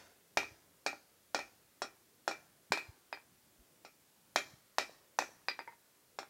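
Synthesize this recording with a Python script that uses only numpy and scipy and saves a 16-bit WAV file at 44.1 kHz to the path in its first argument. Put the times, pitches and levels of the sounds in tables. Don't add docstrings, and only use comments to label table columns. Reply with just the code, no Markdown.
import sys
import numpy as np
from scipy import signal
from scipy.io import wavfile
from scipy.ndimage import uniform_filter1d

SR = 44100
rng = np.random.default_rng(int(sys.argv[2]) if len(sys.argv) > 2 else 0)


def store_pcm(level_fs):
    pcm = np.round(np.clip(level_fs, -1, 1) * 32767).astype(np.int16)
    wavfile.write(sys.argv[1], SR, np.atleast_2d(pcm).T)


N = 277389
LEAD = SR // 2
AGE = np.arange(SR // 3) / SR

# start in seconds, force in dB, how firmly the bar lies on the anvil in dB,
# bar ring in dB before BAR_TRIM_DB.
BAR_BLOWS = [(-.12, -21, 5, -53), (.3720, -24, 6, -50), (0.863, -30.7, 11, -46.5),
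             (1.3466, -26.5, -0.5, -48.5), (1.8193, -30.5, -25, -45.5), (2.2781, -26, -10.5, -46.5),
             (2.7208, -23.5, 4.5, -46), (3.8489, -51.5, 6.5, -63.5), (4.3599, -22, 2, -48.5),
             (4.7838, -22.5, -1.5, -55), (5.1884, -23.5, -3, -55), (6.1880, -34.5, -12, -53.5)]
# start in seconds, force in dB, firmness of the bar in dB.
DROP_BACKS = [(0.4308, -41.5, 4.5), (0.9299, -43, -21), (1.3902, -36, 2.5), (1.843, -44, 0),
              (2.3123, -36.5, 2), (2.7741, -34.5, 5.5), (5.2230, -35.5, -14), (6.23, -46, -17)]
# start in seconds, force in dB, slackness of the grip from 0 to 1.
FACE_TAPS = [(3.1276, -38.5, 0.25), (3.173, -53.5, 0.4), (5.4846, -33.5, 0), (5.5915, -40, 0.52),
             (5.676, -51.5, 1), (5.724, -61, 0.86)]
# centre in seconds, peak in dB before the final bass roll-off, pitch in Hz.
LOW_THUMPS = [(0.396, -56, 71), (0.519, -54, 104), (2.709, -44, 175), (2.893, -45.5, 89.6),
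              (3.601, -58, 50), (4.539, -51, 148), (4.896, -44.5, 560), (5.291, -48.5, 520)]

# pitch in Hz, relative level in dB before random scatter,
# t60 in seconds before the added late fade.
BAR_MODES = [(2520, -5, .14), (2760, -8, .1), (3330, -6, .12), (3970, -2, .13), (4400, -3, .12),
             (5225, 0, .14), (5550, 0, .14), (5720, -7, .13), (6030, -9, .12), (6770, -9, .13),
             (7100, -8, .12), (7510, -11, .12), (7950, -13, .12), (8600, -11, .12), (9400, -18, .12)]
ANVIL_MODES = [(1825, -15, .25), (1851, -15, .22), (1884, -11, .26), (1989, -16, .2), (2325, -11, .2),
               (2363, 0, .26), (2400, -12, .18), (2454, -9, .2), (2487, -6, .25), (2514, -6.5, .25),
               (2557, -14, .2), (3730, -12, .13), (4128, -14, .15), (4322, -15, .18), (7972, -27, .18),
               (10200, -31, .16), (11130, -29, .18), (12026, -32, .22), (12135, -28, .24)]
STAND_MODES = [(248, -13, 0.251), (304, -4, 0.2), (330.7, -6, 0.2), (401.6, -1.5, 0.22), (571.3, 3.5, 0.11),
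               (662, -3, 0.2), (851, 2, 0.1), (794, 1.5, 0.26), (1196, -6, 0.38), (1319, -2, 0.42),
               (1411, -1, 0.34)]
HEAD_MODES = [(1989, -3, .14), (2490, -2, .12), (3750, -11, .13), (4350, -13, .18), (4795, 0, .24),
              (4845, -3, .18), (4960, -7, .13), (5025, -3, .13)]
HANDLE_MODES = [(500, -11, .09), (890, -8, .08), (935, 0, .14), (1841, -9, .13), (2062, -7, .13),
                (2200, -10, .1)]

# frequency in Hz, relative level in dB before the shelves.
PUSH_SPECTRUM = [(20, -38.5), (45, -30), (100, -29.5), (190, -24.5), (350, -3.5), (550, 0.5), (850, 0.5),
                 (1200, 0), (1900, -7.5), (2800, -22), (6000, -31.5), (16000, -54)]
CLANK_SPECTRUM = [(200, -19), (900, -1.5), (2000, 3), (3000, -6), (4000, -0.5), (5600, -1), (7000, -8),
                  (9000, -20), (12000, -22.5), (16000, -27.5)]
# frequency in Hz, level in dB.
PORCH_LEVELS = [(60, 0), (150, -10), (300, 8.5), (550, -4), (850, -13), (1400, -9.5), (2000, 0), (3000, 1),
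                (5500, -4), (9000, -2.5), (15000, -6.5)]
YARD_LEVELS = [(50, -2), (100, 9.5), (250, -6), (800, -20), (2000, -17.5), (5500, -12.5), (14000, -10)]
# frequency in Hz, t60 in seconds.
PORCH_DECAYS = [(100, 0.23), (400, 0.13), (1500, 0.19), (5000, 0.16), (14000, 0.28)]
YARD_DECAYS = [(100, 0.84), (500, 0.56), (2000, 0.69), (6000, 0.53), (14000, 0.57)]
# frequency in Hz, relative level per Hz in dB.
AIR_SPECTRUM = [(15, -43), (25, -23.5), (38, -11), (113, -3), (260, -3), (368, -2), (469, -4.5), (537, -4),
                (703, -8), (3170, -12), (12200, -12), (15500, -13)]
# level in a tight grip, level in a slack grip, both in dB relative to the force.
GRIP_MIX = [(-3.5, -41), (-6.5, -23), (-8, -26.5), (-21, 5.5)]

FULL_DB = -27.5
THUD_DB, THUD_DB_PER_S, THUD_PER_FORCE = 6, -1.29, -0.41
BRIGHT_DB, BRIGHT_DB_PER_S = -1, 0.8
CLANK_DB, CLANK_PER_FIRM = -6, 0.29
ANVIL_DB, STAND_DB = -15.5, -21.5
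BAR_TRIM_DB = 1.5
REBOUND_CLANK_DB, REBOUND_THUD_DB, REBOUND_ANVIL_DB = -4.5, -6, 4
REBOUND_BAR_DB = -28
AIR_DB = -68
THUMP_CYCLES = 0.63
EDGE_HZ = 15900


def amp(db):
    return 10 ** (np.asarray(db) / 20)


def unit(x):
    return x / np.sqrt(np.sum(x ** 2) + 1e-20)


def read(points, hz):
    f, value = np.transpose(points)
    return np.interp(np.log(hz + 1), np.log(f + 1), value)


def add(mix, s, sound):
    part = mix[max(LEAD + round(s * SR), 0):][:len(sound)]
    part += sound[:len(part)]


def pulse(spectrum, bass_db=0, treble_db=0, size=4096):
    hz = abs(np.fft.fftfreq(size, 1 / SR))
    bass_shelf = bass_db / (1 + (hz / 1000) ** 4)
    treble_shelf = treble_db * (1 - 1 / (1 + (hz / 7500) ** 6))
    log_gain = np.log(amp(read(spectrum, hz) + bass_shelf + treble_shelf))
    response = np.exp(np.conj(signal.hilbert(log_gain)))
    return unit(np.fft.ifft(response).real)


def burst(x, db):
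    return amp(db) * np.sqrt(.005 * SR) * unit(x)


def push(db, bass_db, echo_s=0.001168, echo_db=-7, scatter_db=-13):
    direct = np.pad(pulse(PUSH_SPECTRUM, bass_db), (0, SR // 20))
    echo = np.roll(direct, round(echo_s * SR))
    t = AGE[:len(direct)]
    scatter = rng.standard_normal(len(t)) * np.exp(-t / 0.0023) * (t > echo_s)
    scatter = unit(signal.fftconvolve(scatter, direct)[:len(t)])
    return burst(direct + amp(echo_db) * echo + amp(scatter_db) * scatter, db)


def clank(db, bright_db=0, crack_s=0.0017, crash_t60=0.057, crash_db=-5, count=110):
    t = AGE[:SR // 8]
    crack = rng.standard_normal(len(t)) * np.exp(-t / crack_s)
    hz = 1500 + (np.arange(count) + rng.random(count)) * 14000 / count
    modes = np.sin(2 * np.pi * (hz[:, None] * t + rng.random((count, 1))))
    crash = modes.sum(0) * amp(-60 * t / crash_t60)
    onset = 1 - np.exp(-t / 0.0001)
    contact = (unit(crack) + amp(crash_db) * unit(crash)) * onset
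    colour = pulse(CLANK_SPECTRUM, treble_db=bright_db)
    return burst(signal.fftconvolve(contact, colour)[:len(t)], db)


def ring(modes, db, scatter_db=1.0, rise=0.00039, fade_s=0.27, order=250):
    hz, mode_db, t60 = np.transpose(modes)[:, :, None]
    scattered_db = mode_db + scatter_db * rng.standard_normal(hz.shape)
    share = amp(scattered_db - 60 * AGE / t60)
    noise = rng.standard_normal((2, len(hz), len(AGE)))
    chatter = uniform_filter1d(noise, order, axis=2) * np.sqrt(order)
    rough = 1 + .42 * (chatter[0] + 1j * chatter[1])
    waves = (rough * np.exp(2j * np.pi * (hz * AGE + rng.random(hz.shape)))).imag
    onset = 1 - np.exp(-AGE / rise)
    fade = np.exp(-(AGE / fade_s) ** 2)
    return amp(db) * onset * fade * (share * waves).sum(0)


def blow(s, force_db, firm_db, bar_db, clank_db=0, thud_db=0, anvil_db=0, squash_s=.0004):
    bass_db = THUD_DB + THUD_DB_PER_S * s + THUD_PER_FORCE * (force_db - FULL_DB) + thud_db
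    thud = push(force_db - 2.5, bass_db)
    clank_level = force_db + CLANK_DB + CLANK_PER_FIRM * firm_db + clank_db
    crash = clank(clank_level, BRIGHT_DB + BRIGHT_DB_PER_S * s)
    anvil = ring(ANVIL_MODES, force_db + ANVIL_DB + firm_db + anvil_db, rise=0.00207, fade_s=0.14)
    stand = ring(STAND_MODES, force_db + bass_db + STAND_DB, fade_s=0.073)
    bar = ring(BAR_MODES, bar_db + BAR_TRIM_DB)
    return [(s, thud, anvil + stand), (s + squash_s, crash, bar)]


def tail(level_db, t60, rise):
    t = np.arange(SR) / SR
    taps = rng.standard_normal(SR) * (rng.random(SR) < .15)
    hz, frame_s, z = signal.stft(taps / taps.std(), SR, nperseg=512)
    decay = read(t60, hz)[:, None]
    fade = amp(read(level_db, hz)[:, None] - 60 * frame_s / decay)
    energy_scale = np.sqrt(2 * np.log(1000) / (decay * SR))
    reflections = signal.istft(z * fade * energy_scale, SR, nperseg=512)[1][:SR]
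    return reflections * (1 - np.exp(-(t / rise) ** 2))


def echoes(x, level_db, t60, rise, count=7):
    place = np.linspace(0, count - 1, len(x))
    wet = np.zeros(len(x))
    for k in range(count):
        share = np.cos(np.pi / 2 * np.clip(place - k, -1, 1))
        wet += signal.oaconvolve(x * share, tail(level_db, t60, rise))[:len(x)]
    return wet


def porch(x):
    return echoes(x, PORCH_LEVELS, PORCH_DECAYS, rise=0.01)


def yard(x):
    return echoes(x, YARD_LEVELS, YARD_DECAYS, rise=0.058)


def air():
    hz, _, z = signal.stft(rng.standard_normal(N), SR, nperseg=2048)
    patches = uniform_filter1d(rng.standard_normal(z.shape), 8, axis=0)
    patches = uniform_filter1d(patches, 10, axis=1)
    drift_db = 2.7 * patches / patches.std() / (1 + hz[:, None] / 1500)
    gain = amp(read(AIR_SPECTRUM, hz)[:, None] + drift_db)
    rush = signal.istft(z * gain, SR, nperseg=2048)[1][:N]
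    return amp(AIR_DB) * rush / rush.std()


def thumps():
    out = np.zeros(LEAD + N)
    t = np.arange(-SR // 10, SR // 10) / SR
    for s, db, hz in LOW_THUMPS:
        swell = np.exp(-(t * hz / THUMP_CYCLES) ** 2)
        add(out, s + t[0], amp(db) * swell * np.cos(2 * np.pi * hz * t))
    return out


def rebound(s, force_db, firm_db):
    bar_db = force_db + REBOUND_BAR_DB
    return blow(s, force_db, firm_db, bar_db, REBOUND_CLANK_DB, REBOUND_THUD_DB, REBOUND_ANVIL_DB)


def tap(s, force_db, slack):
    tight_db, slack_db = np.transpose(GRIP_MIX)
    mix_db = tight_db + (slack_db - tight_db) * np.clip(slack, 0, 1)
    clank_db, anvil_db, head_db, handle_db = force_db + mix_db
    anvil = ring(ANVIL_MODES, anvil_db, fade_s=0.079)
    stand = ring(STAND_MODES, force_db - 19.5, fade_s=0.045)
    hammer = ring(HEAD_MODES, head_db, fade_s=0.061) + ring(HANDLE_MODES, handle_db)
    thud = push(force_db + .5, bass_db=-8)
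    return [(s, thud, anvil + stand), (s, clank(clank_db, bright_db=-35), hammer)]


def hammering():
    hits = []
    for row in BAR_BLOWS:
        hits += blow(*row)
    for row in DROP_BACKS:
        hits += rebound(*row)
    for row in FACE_TAPS:
        hits += tap(*row)
    impacts, rings = np.zeros((2, LEAD + N))
    for s, impact, ringing in hits:
        add(impacts, s, impact)
        add(rings, s, ringing)
    return impacts, rings


def scene():
    impacts, rings = hammering()
    radiated = impacts + amp(-20) * rings
    sounds = impacts + rings + thumps() + porch(radiated) + yard(radiated)
    return (sounds[LEAD:] + air())[None]


def record(dry):
    roll_off = signal.butter(3, 42, "highpass", fs=SR, output="sos")
    lean = signal.sosfilt(roll_off, dry)
    band_limit = signal.firwin(511, EDGE_HZ, window=("kaiser", 9), fs=SR)
    return signal.oaconvolve(lean, band_limit[None], "same")


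dry = scene()
out = record(dry)
store_pcm(out)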